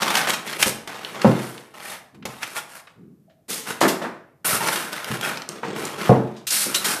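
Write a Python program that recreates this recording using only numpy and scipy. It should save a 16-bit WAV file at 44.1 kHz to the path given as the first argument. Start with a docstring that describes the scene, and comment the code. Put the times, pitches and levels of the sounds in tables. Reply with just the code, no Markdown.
"""Foam scrapes, squeaks and snaps, and film rustles, as packing blocks are worked off a film-wrapped heater.
The heater stands on a wooden table in a bare room; twice, tilted, it drops back onto the table.
In between, the first foam block is handled to one side and lands with a hollow clatter.
Friction is built from trains of tiny slips; snaps are decaying noise bursts and squeaks are gliding tones.
Knocks and bumps ring decaying modes over a filtered noise thud."""
import sys
import numpy as np
from scipy import signal
from scipy.io import wavfile
from scipy.ndimage import uniform_filter1d, minimum_filter1d

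SR = 44100
rng = np.random.default_rng(int(sys.argv[2]) if len(sys.argv) > 2 else 0)


def file_out(sig):
    """Save sig as 16-bit WAV at sys.argv[1]."""
    # one column per channel
    cols = np.atleast_2d(sig).T
    # limit, then scale
    lim = np.clip(cols, -1, 1)
    pcm = np.round(lim * 32767).astype(np.int16)
    wavfile.write(sys.argv[1], SR, pcm)


N = 308700

# Rubs: the first block is tugged off, the heater settles and the block is carried aside, the second block
# is gripped and pulled off, the tilted heater is swung back, and the loose film is smoothed:
# (start [s], rise [s], hold [s], dying time [s], foam scrape [dB], film rustle [dB], body rumble [dB],
#  foam resonance [Hz], coarseness [dB]); levels are ahead of the balance in stroke() and scene()
RUB_STROKES = [ (0.0, 0.0067, 0.14, 0.063, -23, -32.5, -32.5, 1050, 4),
               (0.138, 0.0057, 0.037, 0.072, -20, -26, -32.5, 1520, 4.5),
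               (0.276, 0.012, 0.01, 0.061, -23, -26.5, -31, 1370, 1.5),
               (0.442, 0.032, 0.057, 0.087, -31.5, -35, -37, 1910, 6),
               (.58, 0.043, 0.011, 0.017, -21.5, -19, -31.5, 2460, 4),
               (0.653, 0.012, 0.022, 0.02, -30.5, -20.5, -34, 1300, 3.5),
               (.87, 0.013, 0.13, 0.11, -34.5, -47, -43.5, 950, 2),
               (1.03, 0.0079, 0.092, 0.058, -40, -45.5, -43, 1680, 2.5),
               (1.14, 0.0068, 0.085, 0.044, -31.5, -47, -35, 1090, 1.5),
               (1.209, .01, 0.15, 0.12, -31.5, -41.5, -36.5, 1390, 3.5),
               (1.34, 0.079, 0.049, 0.12, -42, -39.5, -43.5, 980, 4),
               (1.736, 0.0061, 0.077, 0.05, -42, -50, -51, 1030, 4.5),
               (1.797, 0.06, 0.081, 0.039, -34.5, -36.5, -47, 1820, 1),
               (2.26, 0.0084, .13, 0.11, -43, -48, -68, 1120, -0.5),
               (2.405, 0.024, .005, .02, -30, -35, -47, 1760, 1.5),
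               (2.449, .03, 0.072, 0.055, -42.5, -41, -46.5, 1510, 6.5),
               (2.539, .032, 0.0056, 0.018, -25, -26, -62, 1380, 0.7),
               (2.67, 0.039, 0.083, 0.02, -43, -43, -65, 1500, 4.3),
               (2.868, 0.0047, 0.0099, 0.023, -46, -72, -68, 1300, 5),
               (3.48, 0.018, 0.068, 0.042, -39.5, -28.5, -38, 2000, 2.5),
               (3.649, 0.039, 0.028, 0.035, -27.5, -31.5, -35, 1410, 2.4),
               (4.4441, 0.0056, 0.12, 0.033, -25.5, -23.5, -34.5, 1430, 1.5),
               (4.595, 0.019, 0.032, 0.042, -23.5, -29.5, -31, 960, 2.4),
               (4.651, 0.026, 0.067, 0.11, -24, -25, -33.5, 1450, 1.5),
               (4.914, 0.011, 0.026, 0.14, -29, -36.5, -40.5, 1440, 2),
               (5.049, 0.036, 0.064, .05, -29, -35, -34.5, 1400, 4),
               (5.215, 0.028, 0.018, 0.066, -22, -28, -30, 1450, 2.5),
               (5.485, 0.0051, 0.074, 0.094, -40, -52, -38, 1150, 4),
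               (5.627, 0.0038, 0.16, 0.041, -35, -59, -30, 816, 2.5),
               (5.741, 0.041, 0.037, 0.21, -29.5, -36.5, -34.5, 1050, 3.5),
               (5.97, 0.018, 0.11, 0.037, -27.5, -38, -32.5, 1180, 2),
               (6.498, 0.015, 0.12, 0.036, -41, -18.5, -43, 2200, 1),
               (6.649, 0.011, 0.17, .04, -34, -32.5, -39, 1390, 1),
               (6.74, 0.0067, 0.014, 0.039, -34, -22, -45, 2950, 1),
               (6.84, 0.015, 0.076, 0.064, -26.5, -23.5, -34, 1490, 0.5)]
# Single snaps and scuffs of foam and film, loud to faint, ahead of the mix:
# (time [s], level [dB], centre [Hz], width [octaves], dying time [s])
SNAP_EVENTS = [(0.018, -17.5, 1940, 1.83, 0.014), (.031, -12, 2500, 1.4, 0.0025),
               (.079, -14, 2000, 1.4, 0.0051), (.102, -16.5, 2500, 1.8, 0.008),
               (.153, -11, 3430, 1.2, 0.0037), (.169, -15, 2880, 1.57, .011), (.270, -19, 1790, 1.67, 0.02),
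               (.296, -14, 4000, 2, 0.0026), (.304, -10, 3400, 1.1, 0.0021), (.333, -20, 2900, 1.6, .013),
               (.473, -30, 2920, 1.2, .025), (.533, -23, 2630, 0.93, 0.0039),
               (.6268, -4.5, 4000, 1.4, .003), (.659, -18, 1500, 2.9, 0.0054),
               (.874, -27.5, 2030, 1.9, 0.0063), (1.048, -21.5, 3370, 0.4, 0.0022),
               (1.217, -19.5, 2770, 1.2, 0.0035), (1.579, -29, 2800, 0.86, 0.0021),
               (2.145, -47.5, 1500, 1.8, .011), (2.225, -39, 2000, 0.82, 0.0058),
               (2.253, -23, 1800, 2.7, 0.0087), (2.468, -32, 3500, 1.2, .003), (2.429, -21, 2220, 1, .0074),
               (2.565, -27.5, 1800, 1.5, 0.01), (2.873, -41, 1400, 1, 0.007), (3.275, -55, 660, .18, .045),
               (3.296, -60, 2200, 1, .02), (3.489, -30.5, 5980, 1.6, 0.098), (3.806, -18, 3550, 1.8, 0.035),
               (3.878, -19.5, 7560, 1.4, 0.025), (4.016, -33, 1780, 1.73, 0.037),
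               (4.449, -18.5, 11630, 0.39, .06), (4.685, -14.5, 2000, 1.24, .0055),
               (4.758, -18, 4000, 2.2, 0.0056), (4.928, -23, 3500, 2.5, .006),
               (5.0445, -19.5, 4000, 2.2, .002), (5.211, -21, 5000, 2.4, .003),
               (5.372, -22.5, 2400, 1.3, .0035), (5.419, -26, 2300, 1.3, .0035),
               (5.490, -20, 7000, .55, .0017), (5.632, -22.5, 1130, 0.78, 0.011),
               (5.852, -22, 7400, 0.51, 0.0033), (6.363, -45, 4000, 0.87, 0.023),
               (6.468, -20, 7800, 1.42, 0.025), (6.504, -18, 6200, 0.57, 0.01),
               (6.744, -14.5, 4440, 1.07, 0.011), (6.843, -18, 5270, 1.63, .02)]
# Foam sticking and slipping fast enough to sing, ahead of the mix:
# (time [s], level [dB], length [s], first rate [Hz], last rate [Hz])
SQUEAK_EVENTS = [(0.629, -13.5, 0.0043, 3700, 1710), (4.444, -32.5, 0.038, 1493, 1354),
                 (4.529, -26, 0.0087, 1430, 1264), (4.603, -26, 0.018, 918, 926),
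                 (4.979, -30.5, 0.005, 2170, 1940), (6.742, -27.5, 0.021, 2920, 2940),
                 (6.748, -28.5, 0.043, 3890, 3910)]
# Heater's feet hitting the table:
# (time [s], level [dB], contact cut-off [Hz], place [0 left to 1 right])
TABLE_KNOCKS = [(.662, -29.5, 700, 0.15), (1.246, -13, 940, .02), (1.276, -17, 510, 0.083),
                (2.253, -38, 1160, 0.76), (4.531, -28.5, 160, 0.33), (5.103, -23.5, 162, 0.41),
                (6.094, -9, 730, 0.9), (6.122, -21, 1110, 0.53)]
# Modes of heater and table together:
# (frequency [Hz], level struck at the left [dB], level struck at the right [dB], t60 [s])
TABLE_MODES = [(127.8, -5, 0.5, 0.53), (162.5, -4, -20, 0.27), (210, -1, -22, .5), (218.3, -0.5, -4, 0.49),
               (257, -15.5, -9.5, 0.38), (305, -11.5, -21.5, 0.57), (361, -13.5, -13.5, 0.68),
               (384, -5.5, -19, 0.52), (447, -18, 0.5, 0.47), (483, -8.5, 0.5, 0.25), (520, 5, 3.5, 0.19),
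               (729, -23, 1, 0.32), (940, -2, -13.5, .22), (1076, -7.5, -21.5, .3),
               (1076, -22, -11.5, 0.21), (1400, -18, -12.5, 0.21)]
# Dull shuffles off to one side: (start [s], rise [s], hold [s], dying time [s], level [dB])
SHUFFLE_STROKES = [(2.127, 0.021, 0.096, 0.036, -44.5), (2.953, 0.037, .07, 0.11, -44.5)]
# A loose foam block bumping and bouncing: (time [s], level [dB], contact cut-off [Hz])
BLOCK_BUMPS = [(2.429, -51, 1405), (2.567, -51, 1197), (3.814, -19, 1860), (3.829, -18, 1650),
               (3.848, -20, 1560), (3.861, -33, 1490), (4.016, -30.5, 1800), (4.041, -28, 1700),
               (6.659, -27.5, 400)]
# Modes of the hollow foam block: (frequency [Hz], level [dB], t60 [s])
BLOCK_MODES = [(196, -21.5, 0.28), (232, -12, .25), (265.8, 2.5, 0.31), (334, 1.5, 0.57), (378, -5, 0.63),
               (582, 1, 0.25), (678, -7.5, 0.5), (654, -8.5, 0.8), (840, -13, 0.18), (926, 0, 0.26),
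               (1210, -0.5, 0.18), (1270, -26, .26), (1580, -10, .19), (1740, 0, 0.22)]
# Spectrum of foam scrape: (frequency [Hz], relative density [dB per Hz])
FOAM_SPECTRUM = [(100, -28.5), (350, -18), (750, 0.5), (1400, -2), (2200, -3), (3600, -8), (5500, -14),
                 (9000, -15.5), (15000, -52.5)]
# Spectrum of film rustle: (frequency [Hz], relative density [dB per Hz])
FILM_SPECTRUM = [(300, -21.5), (1500, -3), (3000, -2.5), (5000, 0.5), (6500, -2), (9300, 3.5),
                 (11500, -0.5), (14500, -7)]
# Spectrum of the heater body's rumble: (frequency [Hz], relative density [dB per Hz])
BODY_SPECTRUM = [(25, -41.5), (70, -21.5), (115, -3), (200, 1.5), (300, 1), (480, 3), (800, -29),
                 (2500, -57.5), (15000, -75.5)]
# Spectrum of an impact's thud and wash: (frequency [Hz], relative density [dB per Hz])
THUD_SPECTRUM = [(25, -24.5), (70, -19.5), (115, 0), (220, 6.5), (320, -0.5), (540, 0.5), (1000, -2),
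                 (2000, -3), (5000, -14.5), (15000, -12)]
# Spectrum of the dull shuffle: (frequency [Hz], relative density [dB per Hz])
SHUFFLE_SPECTRUM = [(25, -24), (80, -16.5), (120, -3.5), (190, 2.5), (290, -7), (420, -11.5), (600, -36),
                    (1500, -61), (15000, -81)]
# Spectrum of the quiet background: (frequency [Hz], relative density [dB per Hz])
FLOOR_SPECTRUM = [(25, -15), (70, -5.5), (140, 4), (400, -9), (1000, -25), (3000, -32), (8000, -33),
                  (14500, -29.5)]
# Reverberation of the bare room: (frequency [Hz], t60 [s])
ROOM_T60 = [(100, 0.51), (300, 1), (900, 0.7), (2500, 0.45), (6000, 0.42), (14000, 0.33)]

EDGE_HZ = 14550  # upper band limit
FILM_POWER = 1.28  # the rustle follows the rubbing speed more steeply than the scrape does
# small snaps during a rub; their level is relative to scrape plus coarseness
CRACKLE_PER_S, CRACKLE_DB, CRACKLE_SPREAD_DB = 16, -4, 2.5
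CRACKLE_LOW_HZ, CRACKLE_HIGH_HZ, CRACKLE_OCTAVES, CRACKLE_DYING_S = 1500, 5530, 0.33, .003


def gain_of(db):
    """Logarithmic level: decibels become an amplitude ratio."""
    return 10 ** (np.asarray(db) / 20)


def evened(x):
    """Power normalisation: the rms becomes 1."""
    return x / np.sqrt(np.mean(x ** 2) + 1e-20)


def read(points, hz):
    """Interpolation on a logarithmic frequency axis."""
    f, value = np.transpose(points)
    return np.interp(np.log(hz + 1), np.log(f + 1), value)


def add(mix, s, sound):
    """Superposition: a sound is added in place from time s."""
    part = mix[max(round(s * SR), 0):][:len(sound)]
    part += sound[:len(part)]


def colour(x, points, size=4096):
    """Minimum-phase filtering: the spectrum fixes a causal response that keeps white noise's power."""
    log_gain = np.log(gain_of(read(points, abs(np.fft.fftfreq(size, 1 / SR)))))
    response = np.exp(np.conj(signal.hilbert(log_gain)))
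    taps = np.fft.ifft(response).real[:size // 2]
    return signal.oaconvolve(x, taps / np.linalg.norm(taps))[:len(x)]


def swell(rise, hold, dying):
    """Stroke kinematics: rubbing speed rises linearly, holds and decays exponentially."""
    t = np.arange(0, rise + hold + 2 * np.pi * dying, 1 / SR)
    return np.minimum(t / rise, 1) * np.exp(-np.maximum(t - rise - hold, 0) / dying)


def slips(n, coarse_db, per_s=5000, clump_db=2.0, size=1800):
    """Stick-slip friction: clumped impulses of uneven size, held near unit local power."""
    sizes = gain_of(coarse_db * np.minimum(rng.exponential(1, n), 5)) * rng.choice([-1, 1], n)
    clumps = gain_of(clump_db * evened(uniform_filter1d(rng.standard_normal(n), size=130)))
    train = sizes * clumps * (rng.random(n) < per_s / SR)
    return train / np.sqrt(abs(uniform_filter1d(train ** 2, size)) + 1e-9)


def resonate(x, hz, width):
    """Resonance: a one-pole filter in a rotating frame has unit gain along the curve hz."""
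    turn = np.exp(2j * np.pi * np.cumsum(hz) / SR)
    r = np.exp(-np.pi * width / SR)
    slow = signal.lfilter([1 - r], [1, -r], x / turn + 1e-18)
    return 2 * (turn * slow).real


def creaks(n, per_s=160, low_hz=650, high_hz=3800, size_db=3.0, count=60):
    """Plucked resonators: random plucks of uneven strength make foam patches ring briefly at their own pitches."""
    t, out = np.arange(1500) / SR, np.zeros(n)
    damping = np.exp(-t / .005)
    for hz in np.geomspace(low_hz, high_hz, count) * rng.uniform(1.0, 1.03, count):
        plucks = (rng.random(n) < per_s / count / SR) * gain_of(size_db * rng.standard_normal(n))
        out += signal.oaconvolve(plucks, damping * np.sin(2 * np.pi * hz * t))[:n]
    return evened(out)


def stroke(speed, scrape_db, rustle_db, rumble_db, ring_hz, coarse_db,
           ring_width_hz=260, ring_db=-6, creak_db=-6, foam_db=-0.5, film_db=0, body_db=-1, judder_db=1.4):
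    """Frictional excitation: slips sound in the foam, crinkle the film and shake the heater's body."""
    n = len(speed)
    rub = slips(n, coarse_db)
    ringing = gain_of(ring_db) * evened(resonate(rub, np.full(n, ring_hz), ring_width_hz))
    ringing += gain_of(creak_db) * creaks(n)
    foam = speed * evened(colour(rub, FOAM_SPECTRUM) + ringing)
    crinkles = evened(rub + slips(n, coarse_db, per_s=9000, clump_db=1.0))
    film = speed ** FILM_POWER * colour(crinkles, FILM_SPECTRUM)
    body = speed * evened(colour(rub, BODY_SPECTRUM))
    sound = gain_of(scrape_db + foam_db) * foam
    sound += gain_of(rustle_db + film_db) * film
    sound += gain_of(rumble_db + body_db) * body
    # the block catches and lets go as a whole, which shakes all three together
    wander = uniform_filter1d(rng.standard_normal(n), size=450)
    judder = evened(uniform_filter1d(wander, size=150))
    return gain_of(judder_db * judder) * sound + gain_of(scrape_db + coarse_db) * crackle(speed)


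def crackle(speed):
    """Random release: small snaps at chance moments, scaled by the rubbing speed."""
    out = np.zeros(len(speed))
    for at in np.flatnonzero(rng.random(len(speed)) < CRACKLE_PER_S / SR):
        hz = CRACKLE_LOW_HZ * (CRACKLE_HIGH_HZ / CRACKLE_LOW_HZ) ** rng.random()
        db = CRACKLE_DB + CRACKLE_SPREAD_DB * rng.standard_normal()
        add(out, at / SR, speed[at] * snap(db, hz, CRACKLE_OCTAVES, CRACKLE_DYING_S, uneven_db=5.5))
    return out


def near_walls(x, strength=0.17, latest=.007, count=6):
    """Comb filtering: table top and wall return delayed copies within milliseconds."""
    delays = (rng.uniform(.0006, latest, count) * SR).astype(int)
    return x + strength * sum((-1) ** k * np.pad(x, (d, 0))[:N] for k, d in enumerate(delays))


def room(x, gap=.004, size=12):
    """Reverberation: sparse reflections of random sign, each frequency band decaying at its own rate."""
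    taps = np.zeros(SR)
    at = np.arange(int(gap * SR), SR - size, size)
    taps[at + rng.integers(0, size, len(at))] = rng.choice([-1., 1.], len(at))
    hz, t, z = signal.stft(taps, SR, nperseg=256)
    decay = gain_of(-60 * t / read(ROOM_T60, hz)[:, None])
    tail = signal.istft(z * decay, SR)[1]
    return signal.fftconvolve(x, tail / np.linalg.norm(tail))[:N]


def moving(x, space, shift_s=.17, count=4):
    """Changing paths: as the hands move, the sound fades from one set of paths to the next, in a cycle."""
    turn = np.arange(N) / SR / shift_s
    away = [np.minimum(abs((turn - k) % count - count / 2), 1) for k in range(count)]
    return sum(space(x * np.cos(np.pi / 2 * a)) for a in away)


def quiet_floor():
    """Stationary noise: a steady random signal with the background spectrum."""
    return gain_of(-62.5) * colour(rng.standard_normal(N), FLOOR_SPECTRUM)


def snap(db, hz, octaves, dying, uneven_db=1.5, rise_share=0.14):
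    """Sudden release: a decaying noise burst, coloured by uneven resonances of the spot that lets go."""
    t = np.arange(0, 6 * dying + .01, 1 / SR)
    grid = np.geomspace(40, 16000, 130)
    hump_db = np.maximum(-4.3 * (np.log2(grid / hz) / octaves) ** 2, -50) - 10 * np.log10(grid)
    shape_db = hump_db + uneven_db * rng.standard_normal(len(grid))
    # the extra samples let the filter settle before the burst
    noise = colour(rng.standard_normal(len(t) + 2048), np.transpose([grid, shape_db]))
    burst = evened(noise[-len(t):])
    return gain_of(db) * burst * np.exp(-t / dying) * (1 - np.exp(-t / (rise_share * dying)))


def squeak(db, length, first_hz, last_hz, jitter=0.027, overtone=0.37):
    """Periodic stick-slip: a nearly regular slip rate glides and carries two overtones."""
    n = int(length * SR)
    wander = evened(uniform_filter1d(rng.standard_normal(n), size=40))
    hz = np.geomspace(first_hz, last_hz, n) * (1 + jitter * wander)
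    phase = 2 * np.pi * np.cumsum(hz) / SR
    tone = evened(sum(overtone ** k * np.sin((k + 1) * phase) for k in range(3)))
    return gain_of(db) * tone * signal.windows.tukey(n, .3)


def blow(db, edge_hz, modes, ring_db, thud_db, thud_t60, wash_db, wash_t60):
    """Modal impact: modes ring over a dense thud and its wash; a soft contact removes treble."""
    t = np.arange(SR) / SR
    ring = sum(gain_of(level - 60 * t / t60) * np.cos(2 * np.pi * hz * t) for hz, level, t60 in modes)
    dying = gain_of(thud_db - 60 * t / thud_t60) + gain_of(wash_db - 60 * t / wash_t60)
    thud = colour(rng.standard_normal(SR) * dying, THUD_SPECTRUM)
    contact = signal.butter(N=3, Wn=min(edge_hz, SR / 3), fs=SR, output="sos")
    return gain_of(db) * signal.sosfilt(contact, gain_of(ring_db) * ring + thud)


def knock(db, edge_hz, place):
    """Position-dependent excitation: where the feet strike sets the level of each table mode."""
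    modes = [(hz, left + place * (right - left), t60) for hz, left, right, t60 in TABLE_MODES]
    return blow(db, edge_hz, modes, ring_db=-1.5, thud_db=6.5, thud_t60=0.052, wash_db=2.5, wash_t60=0.54)


def shuffle(rise, hold, dying, db):
    """Broadband friction: dull noise follows the speed of the stroke."""
    speed = swell(rise, hold, dying)
    noise = evened(colour(rng.standard_normal(len(speed)), SHUFFLE_SPECTRUM))
    return speed * gain_of(db) * noise


def light(x, low_hz=170):
    """Radiation efficiency: a light foam block radiates little bass."""
    return signal.sosfilt(signal.butter(N=2, Wn=low_hz, btype="high", fs=SR, output="sos"), x)


def bump(db, edge_hz):
    """Hollow-body impact: a blow rings the modes of the light foam block."""
    return light(blow(db, edge_hz, BLOCK_MODES, ring_db=-6.0,
                      thud_db=2, thud_t60=0.053, wash_db=2.0, wash_t60=0.53))


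def scene():
    """Superposition of all handling, the echo of rubs and snaps, and a quiet floor, in two equal channels."""
    rubs, snaps, hits = np.zeros((3, N))
    for s, rise, hold, dying, *row in RUB_STROKES:
        add(rubs, s, stroke(swell(rise, hold, dying), *row))
    for s, *row in SNAP_EVENTS:
        add(snaps, s, snap(*row))
    for s, *row in SQUEAK_EVENTS:
        add(snaps, s, squeak(*row))
    for s, *row in TABLE_KNOCKS:
        add(hits, s, knock(*row))
    for s, *row in SHUFFLE_STROKES:
        add(hits, s, shuffle(*row))
    for s, *row in BLOCK_BUMPS:
        add(hits, s, bump(*row))
    direct = gain_of(-5.0) * moving(rubs, near_walls) + gain_of(1.5) * snaps + hits
    echo = moving(gain_of(-10.5) * rubs + gain_of(-6) * snaps, room)
    return np.tile(direct + echo + quiet_floor(), (2, 1))


def record(dry, ceiling=1.0):
    """Transduction: the microphone loses deep bass, a fast limiter holds peaks, and the band is limited."""
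    thin = signal.sosfilt(signal.butter(N=2, Wn=55, btype="high", fs=SR, output="sos"), dry)
    allowed = ceiling / np.maximum(abs(thin).max(0), ceiling)
    held = thin * uniform_filter1d(minimum_filter1d(allowed, size=90), size=90)
    edge = signal.firwin(1001, EDGE_HZ, window=("kaiser", 8), fs=SR)
    return signal.oaconvolve(held, edge[None], "same")


dry = scene()
out = record(dry)
file_out(out)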